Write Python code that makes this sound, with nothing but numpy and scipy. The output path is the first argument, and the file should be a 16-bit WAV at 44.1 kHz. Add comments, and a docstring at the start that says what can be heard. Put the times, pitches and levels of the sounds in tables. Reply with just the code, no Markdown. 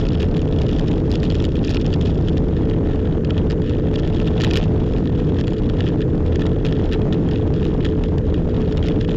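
"""Inside a car held at top speed: engine drone, wheel shake and wind-and-road roar run throughout.
Loose plastic trim chatters thickly for the first 2.4 s, bursts hardest near 4.4-4.6 s, then rattles in short bursts.
Pressure thumps fall between 0.1 and 8.5 s. Sources: crank-order tones, struck panel resonances,
soft-edged pressure steps, wheel-rate tones, coloured noise. The small microphone's stage overloads and recovers
through a coupling capacitor; then the converter clips."""
import sys
import numpy as np
from scipy import signal
from scipy.fft import rfft, irfft
from scipy.io import wavfile
from scipy.ndimage import uniform_filter1d

SR = 44100
rng = np.random.default_rng(int(sys.argv[2]) if len(sys.argv) > 2 else 0)


def makeup_ratio(level_db):
    """Linear amplitude ratio for a level in decibels (20 dB per factor of ten)."""
    decades = np.asarray(level_db, float) / 20
    return 10 ** decades


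def bounce(signal):
    """Save signal as a 16-bit WAV file at the path given by the first command-line argument."""
    frames = np.transpose(np.atleast_2d(signal))
    limited = np.clip(frames, -1, 1)
    pcm = np.round(limited * 32767).astype(np.int16)
    wavfile.write(sys.argv[1], SR, pcm)


N = 403956  # samples


def rms_one(x):
    """Scale to unit rms."""
    return x / np.sqrt(np.mean(x ** 2) + 1e-20)


def in_time(rows):
    """Interpolate each column after the time column to one value per sample."""
    time_s, *columns = np.transpose(rows)
    return [np.interp(np.arange(N) / SR, time_s, column) for column in columns]


def drift(rate_hz):
    """Slow random wander of unit rms: noise through a double one-pole low-pass, run in for 1 s."""
    r = np.exp(-2 * np.pi * rate_hz / SR)
    noise = rng.standard_normal(N + SR)
    return rms_one(signal.lfilter([1], [1, -2 * r, r * r], noise)[SR:])


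def resonance(x, hz, width_hz):
    """Two-pole resonance of about unit peak gain."""
    r = np.exp(-np.pi * width_hz / SR)
    zeros = np.array([1, 0, -1]) * (1 - r * r) / 2
    poles = [1, -2 * r * np.cos(2 * np.pi * hz / SR), r * r]
    return signal.lfilter(zeros, poles, x)


# Engine speed and strength: (time [s], firing rate [Hz], relative level [dB])
ENGINE_RUN = [(0, 432.5, -29.5), (1.2, 434.8, -32), (2.9, 434.8, -29.5), (3.2, 433.3, -30.5),
              (4.4, 433.2, -29), (5, 434.5, -31), (6.5, 434.2, -29.5), (7.8, 433.2, -30.5),
              (9.16, 435, -28.5)]
# Engine orders: (multiple of crank speed, relative level [dB])
ENGINE_ORDERS = [(.75, -1.5), (1.5, -0.5), (2.5, -6), (2.75, -3), (3, -3.5), (4, 0.5), (4.5, -6.5),
                 (5.5, -21)]


def engine():
    """Eight cylinders: crank orders as tones; uneven burning wavers each in level and phase."""
    firings_per_turn = 4
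    firing_hz, tone_db = in_time(ENGINE_RUN)
    crank_rad = 2 * np.pi * np.cumsum(firing_hz / firings_per_turn) / SR
    drone = 0
    for multiple, order_db in ENGINE_ORDERS:
        phase_rad = multiple * crank_rad + 2 * np.pi * rng.random() + 0.052 * drift(7.7)
        level_db = tone_db + order_db + 3.5 + 1.2 * drift(8.0)
        drone = drone + makeup_ratio(level_db) * np.sin(phase_rad)
    return drone


def shaking(calm_db, knocks):
    """Buzz level [dB]: calm level plus a spell of shaking that swells before each knock and dies after."""
    rise_s, fall_s, spell_db = 0.005, 0.01, -20  # spell_db is against the knock
    rise, fall = np.exp(-1 / (rise_s * SR)), np.exp(-1 / (fall_s * SR))
    power = knocks ** 2 + 1e-18
    after = signal.lfilter([1], [1, -fall], power)
    before = signal.lfilter([0, rise], [1, -rise], power[::-1])[::-1]  # run backwards in time
    return 10 * np.log10(makeup_ratio(calm_db) ** 2 + makeup_ratio(spell_db) ** 2 * (after + before))


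def bursts(starts, rise_s, fall_s):
    """Each contact is a flurry of micro-impacts: noise under a quick rise and fall."""
    rise, fall = np.exp(-1 / (rise_s * SR)), np.exp(-1 / (fall_s * SR))
    decaying = signal.lfilter([1], [1, -fall], starts + 1e-18)
    envelope = signal.lfilter([1 - rise], [1, -rise], decaying)
    return envelope * rng.standard_normal(N)


# Strongest trim contacts: (time [s], relative peak level [dB], treble against body [relative dB])
TRIM_KNOCKS = [(0.066, -29, -6), (0.0803, -35, -15), (0.087, -31.0, -1), (0.1192, -35, -8), (0.131, -37, 0),
               (0.141, -30, -19.5), (0.1509, -30.5, -5), (0.2055, -27.5, -8), (0.2183, -30, -23),
               (0.2282, -23, -11), (0.2414, -29.5, -12), (0.2533, -29, -17), (0.3667, -23.5, -14),
               (0.378, -29, -10), (0.416, -25, -10), (0.5227, -24, -9), (0.606, -27, -20),
               (0.616, -23.5, -9), (0.689, -32, -9), (0.711, -30, -5), (0.7287, -31.5, -15),
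               (0.794, -24.5, -9), (0.8734, -35, -16), (0.879, -30, -5), (0.9126, -24.5, -12),
               (0.937, -31.5, -11), (1.104, -31.5, -7), (1.1147, -34.5, 9), (1.125, -29.5, -5),
               (1.1328, -24.5, -9), (1.1543, -28, -1), (1.2299, -21.5, -14), (1.2391, -28, -6),
               (1.253, -31.5, -5), (1.2633, -34.5, -12), (1.3007, -27, -2), (1.3106, -29, -13),
               (1.344, -27.5, -13), (1.3515, -27.5, -3), (1.4001, -26, -7), (1.423, -30.5, -5.5),
               (1.441, -25.5, -18), (1.4506, -23, -4), (1.4645, -29, -8), (1.554, -31, -12),
               (1.567, -28.5, -14), (1.639, -33, -11), (1.6466, -29, -1), (1.674, -28, -5),
               (1.6798, -26, -18), (1.6927, -21.5, -5), (1.7109, -27, 0), (1.7365, -23, -14),
               (1.7447, -21, -7), (1.7552, -26, -9), (1.7682, -17.5, -14), (1.812, -30.5, -6),
               (1.844, -30.5, -21), (1.8544, -33, -19), (1.8625, -24, -5), (1.928, -25.5, -14),
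               (1.938, -24, -2), (2.011, -24, -11), (2.0558, -27, -8), (2.0664, -33, -6.5),
               (2.2833, -21, -13), (2.3701, -27.5, -10), (2.3783, -29.5, -9), (2.5655, -31.5, -12),
               (2.6965, -29, -12.5), (3.2467, -27, -7.5), (3.3046, -26, -10), (3.3776, -27.5, -13),
               (3.4997, -28, -8), (3.5074, -25.5, -6), (3.5175, -27, -8), (3.5254, -33, -7),
               (3.6183, -30, -8), (3.6942, -29.0, -7), (3.939, -28.5, -11), (3.9557, -27.5, -3.5),
               (3.9878, -26.5, -7), (3.9962, -35, 2), (4.0333, -32.5, -18), (4.0744, -27.5, -12),
               (4.1987, -25.5, -14), (4.2108, -33, -9), (4.274, -24.5, -12.5), (4.281, -30.0, -14),
               (4.377, -26.5, -15), (4.4003, -23, -7), (4.4073, -16.5, -11), (4.4166, -21, -2),
               (4.4238, -25, -13), (4.4316, -24, -11), (4.436, -9.5, -16), (4.4454, -12, -13),
               (4.4589, -31.5, -10), (4.4642, -23, -11), (4.4756, -30.5, -14.5), (4.4822, -28.5, -15),
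               (4.4976, -25.5, -15), (4.5035, -26.5, -15), (4.5092, -18.5, -7), (4.5344, -17, -7),
               (4.5408, -24, -21), (4.5557, -12, -9), (4.5637, -14.5, -3), (4.571, -12.5, -9),
               (4.5778, -26, -21), (4.584, -26.5, -5), (4.6003, -31, -11), (4.6084, -30, -5),
               (4.6275, -21, -18), (4.6377, -26, -10), (4.934, -31.0, -15.5), (4.963, -33, -16),
               (4.9727, -35, -14), (4.981, -29, -6), (5.0545, -31.0, -16), (5.1998, -30.0, -19),
               (5.3855, -28.5, -10.5), (5.393, -31.5, -11), (5.4006, -31, -8), (5.4102, -27, -9),
               (5.4375, -31, -17), (5.4701, -31, -3), (5.4788, -27, -7), (5.491, -36, -16),
               (5.5326, -31.0, -10), (5.5823, -34, -5), (5.6335, -32.5, -15), (5.6968, -25.5, -11.5),
               (5.8049, -25.0, -8), (5.8586, -33, -6), (5.8648, -29.5, -18), (5.87, -31, -13),
               (5.876, -27.5, -13), (5.8854, -32.5, -7), (6.005, -30, -14), (6.016, -27.5, -7),
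               (6.0236, -31.5, -17), (6.262, -25, -16), (6.3196, -26.5, -15), (6.3565, -24.5, -4),
               (6.3928, -29, -12), (6.4076, -31, -8), (6.4177, -24.5, -17), (6.4548, -27.5, -16),
               (6.4644, -28, -2.5), (6.647, -26.5, -10), (6.6536, -26.5, -8), (6.6635, -24.5, -9),
               (6.6842, -32.5, -16), (6.7236, -26.5, -11), (6.795, -33, -19), (6.8554, -27, -15),
               (6.9225, -20.5, -13), (6.9311, -18.5, -8), (6.9385, -25, -13), (6.945, -28, -17),
               (7.1246, -23, -14), (7.1426, -28.5, -18), (7.2867, -28.5, -12), (7.311, -30, -8),
               (7.3331, -28, -18), (7.3567, -26, -17), (7.5372, -34, -10), (7.6272, -30, -11),
               (7.6507, -28, -11), (7.805, -32.5, -18), (7.845, -26.5, -12), (7.8509, -21, -14),
               (8.036, -27.5, -12), (8.1807, -31, -5), (8.3408, -27.5, -15), (8.6755, -36, -18),
               (8.7236, -30.5, -3), (8.771, -27.5, -6), (8.7775, -31, -16), (8.8261, -22.5, -24),
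               (8.8363, -33, -26), (8.8427, -30, -14), (8.85, -29.0, -19), (8.8583, -28.5, -10),
               (8.8666, -29.5, -4), (8.873, -26, -18), (8.8837, -20, -13), (8.8975, -29.5, -9),
               (9.0109, -24.5, -11), (9.046, -27.5, -21), (9.086, -32.5, -10), (9.0916, -24.5, -17),
               (9.1077, -29.5, -8), (9.1144, -26, -15)]
# Panel resonances: (frequency [Hz], width [Hz], level [dB])
TRIM_MODES = [(1300, 100, -3), (1794, 168, -0.5), (2503, 250, -2.5), (2890, 335, -0.5), (3340, 234, 1),
              (3797, 360, -6), (4350, 900, -11.5), (5375, 630, -11.5), (7100, 1900, -22.5)]
# A second, duller loose part joins in: (time [s], level of the low modes [dB])
DULL_PART = [(0, -1), (2, -3.5), (3, 5), (4.5, -1.5), (5.5, 2), (9.16, 0.5)]


def trim(calm_db, turn_rad):
    """Strong knocks and weak chatter, thrown in step with the wheel shake, ring one panel."""
    low_under_hz, treble_from_hz = 2100, 4200
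    base_rate_per_s, chatter_db, chatter_top_db = 260, 16, -45.5  # rate, size over buzz, buzz ceiling

    time_s, peak_db, treble_db = np.transpose(TRIM_KNOCKS)
    at = np.minimum((time_s * SR).astype(int), N - 1)
    knocks = np.zeros(N)
    knocks[at] = makeup_ratio(peak_db)
    buzz_db = shaking(calm_db, knocks)
    dull_db = in_time(DULL_PART)[0]

    rate_db = 2.9 * np.cos(turn_rad) + 3.3 * np.cos(2 * turn_rad) + 3.0 * drift(8.0)
    per_s = base_rate_per_s * makeup_ratio(rate_db)
    spread_db = 2.98 * np.minimum(rng.exponential(1, N), 2.3)
    sizes = makeup_ratio(np.minimum(buzz_db, chatter_top_db) + chatter_db + spread_db)
    chatter = sizes * (rng.random(N) < per_s / SR)

    body = chatter + makeup_ratio(13.0) * knocks
    # the duller part takes the edge off the chatter
    treble = chatter * makeup_ratio(1.0 - 1.1 * dull_db + 4.0 * rng.standard_normal(N))
    treble[at] += makeup_ratio(peak_db + treble_db + 27.0)

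    # uneven fizz between contacts
    fizz = makeup_ratio(buzz_db - 2.5 + 1.6 * drift(60.0)) * rng.standard_normal(N)
    middle = bursts(body, rise_s=.0004, fall_s=.0019) + fizz
    high = bursts(treble, rise_s=.0004, fall_s=.001) + fizz
    low = middle * makeup_ratio(dull_db)

    rattle = 0
    for k, (hz, width_hz, mode_db) in enumerate(TRIM_MODES):
        drive = low if hz < low_under_hz else middle if hz < treble_from_hz else high
        rattle = rattle + (-1) ** k * makeup_ratio(mode_db) * resonance(drive, hz, width_hz)
    return rattle


# Bumps and gusts: (start [s], length [ms], signed pressure step [linear])
PRESSURE_THUMPS = [(0.115, 4, 0.47), (1.0039, 3.9, 0.47), (1.425, 4.1, 0.46), (1.477, 5.5, 0.53),
                   (1.787, 3.7, -0.17), (3.139, 7.6, 0.4), (4.1162, 5.8, -0.53), (4.2165, 4.3, -0.32),
                   (4.499, 4.9, -0.68), (4.515, 9.4, 0.52), (4.603, 4.7, -0.7), (4.618, 4.5, 0.45),
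                   (5.6121, 5.3, 0.7), (5.6291, 3.3, -0.75), (6.8077, 4, 0.57), (6.8149, 6.67, 0.7),
                   (8.327, 2.5, 0.95), (8.535, 4.6, -0.7)]


def thumps():
    """Each bump or gust holds the pressure off rest for its length, with soft edges."""
    steps = np.zeros(N)
    for start_s, length_ms, pressure in PRESSURE_THUMPS:
        steps[int(start_s * SR):int((start_s + length_ms / 1000) * SR)] += pressure
    edge = int(.0016 * SR)
    return uniform_filter1d(uniform_filter1d(steps, size=edge), size=edge)


# Wheel unbalance: (multiple of wheel speed, relative level [dB])
WHEEL_ORDERS = [(1, -8), (3, -19.5), (4, -14.5)]


def wheels(rumble_db):
    """Unbalance shakes the body once a turn; wheels slip against each other, so the tones blur."""
    mean_wheel_hz = 40.96
    turn_rad = 2 * np.pi * mean_wheel_hz * np.arange(N) / SR + .8 * drift(1.5)
    shake = 0
    for multiple, order_db in WHEEL_ORDERS:
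        level = makeup_ratio(order_db + 2.2 * drift(4.5))
        shake = shake + level * np.sin(multiple * turn_rad + 0.62 * drift(2.93))
    return makeup_ratio(rumble_db + 3.0) * shake, turn_rad


# Wind and road colour in the cabin: (frequency [Hz], relative spectral level [dB])
ROAR_COLOUR = [(12, 0), (25, 5), (45, 1.5), (60, -2), (80, 2.5), (130, -2.5), (170, -2.5), (200, -8.5),
               (235, -6), (320, -9.5), (420, -12), (550, -21.5), (800, -42.5), (1500, -42), (4000, -64)]


def roar(rumble_db):
    """Turbulence and tyres: noise in the cabin's colour, in gusty lumps."""
    hz = np.maximum(np.arange(N // 2 + 1) * SR / N, 1)
    colour_hz, colour_db = np.transpose(ROAR_COLOUR)
    colour = makeup_ratio(np.interp(np.log(hz), np.log(colour_hz), colour_db, left=-60))
    noise = rms_one(irfft(rfft(rng.standard_normal(N)) * colour, N))
    return makeup_ratio(rumble_db + 4.0 + 0.69 * drift(11.0)) * noise


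# How hard the road shakes the car: (time [s], relative rumble level [dB], relative calm trim buzz level [dB])
ROAD_RIDE = [(0.05, -18, -44.5), (0.63, -17.5, -47.5), (1.54, -18.5, -49.5), (2.42, -19, -53.5),
             (3.33, -18.5, -54), (4.34, -18.5, -46.5), (4.49, -17, -49), (4.67, -17, -53),
             (4.97, -19, -53.5), (5.68, -18.5, -45.5), (5.99, -19, -53.5), (6.29, -18, -56.5),
             (6.54, -18.5, -48), (7.15, -17.5, -53), (7.68, -18.5, -49), (8.16, -19, -55),
             (8.69, -18, -47.5), (9.12, -19, -54)]


def scene():
    """All pressures add at one microphone in the cabin."""
    rumble_db, buzz_db = in_time(ROAD_RIDE)
    shake, turn_rad = wheels(rumble_db)
    mix = engine() + trim(buzz_db, turn_rad) + thumps() + shake + roar(rumble_db)
    return mix[None]


def top_cut(x):
    """Nothing passes above the cut-off."""
    return signal.sosfilt(signal.butter(12, 15850, fs=SR, output="sos"), x)


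def record(dry):
    """Flat tops at the first stage sag back through the capacitor; the converter clips and band-limits."""
    coupling_hz, band_edge_hz = 58.3, 7040
    stage_top, converter_top, full_scale = 0.3397, .2495, .2512  # linear amplitude
    r = np.exp(-2 * np.pi * coupling_hz / SR)
    saturated = np.clip(dry, -stage_top, stage_top)
    coupled = signal.lfilter([1, -1], [1, -r], saturated)
    clipped = np.clip(coupled, -converter_top, converter_top)
    band_limit = signal.cheby1(N=10, rp=.02, Wn=band_edge_hz, fs=SR, output="sos")
    narrow = signal.sosfilt(band_limit, clipped)
    capped = np.clip(narrow, -full_scale, full_scale)  # cutting the filter's overshoot sprays treble
    hiss = makeup_ratio(-91.5) * rng.standard_normal(dry.shape)
    return top_cut(capped + hiss)


dry = scene()
out = record(dry)
bounce(out)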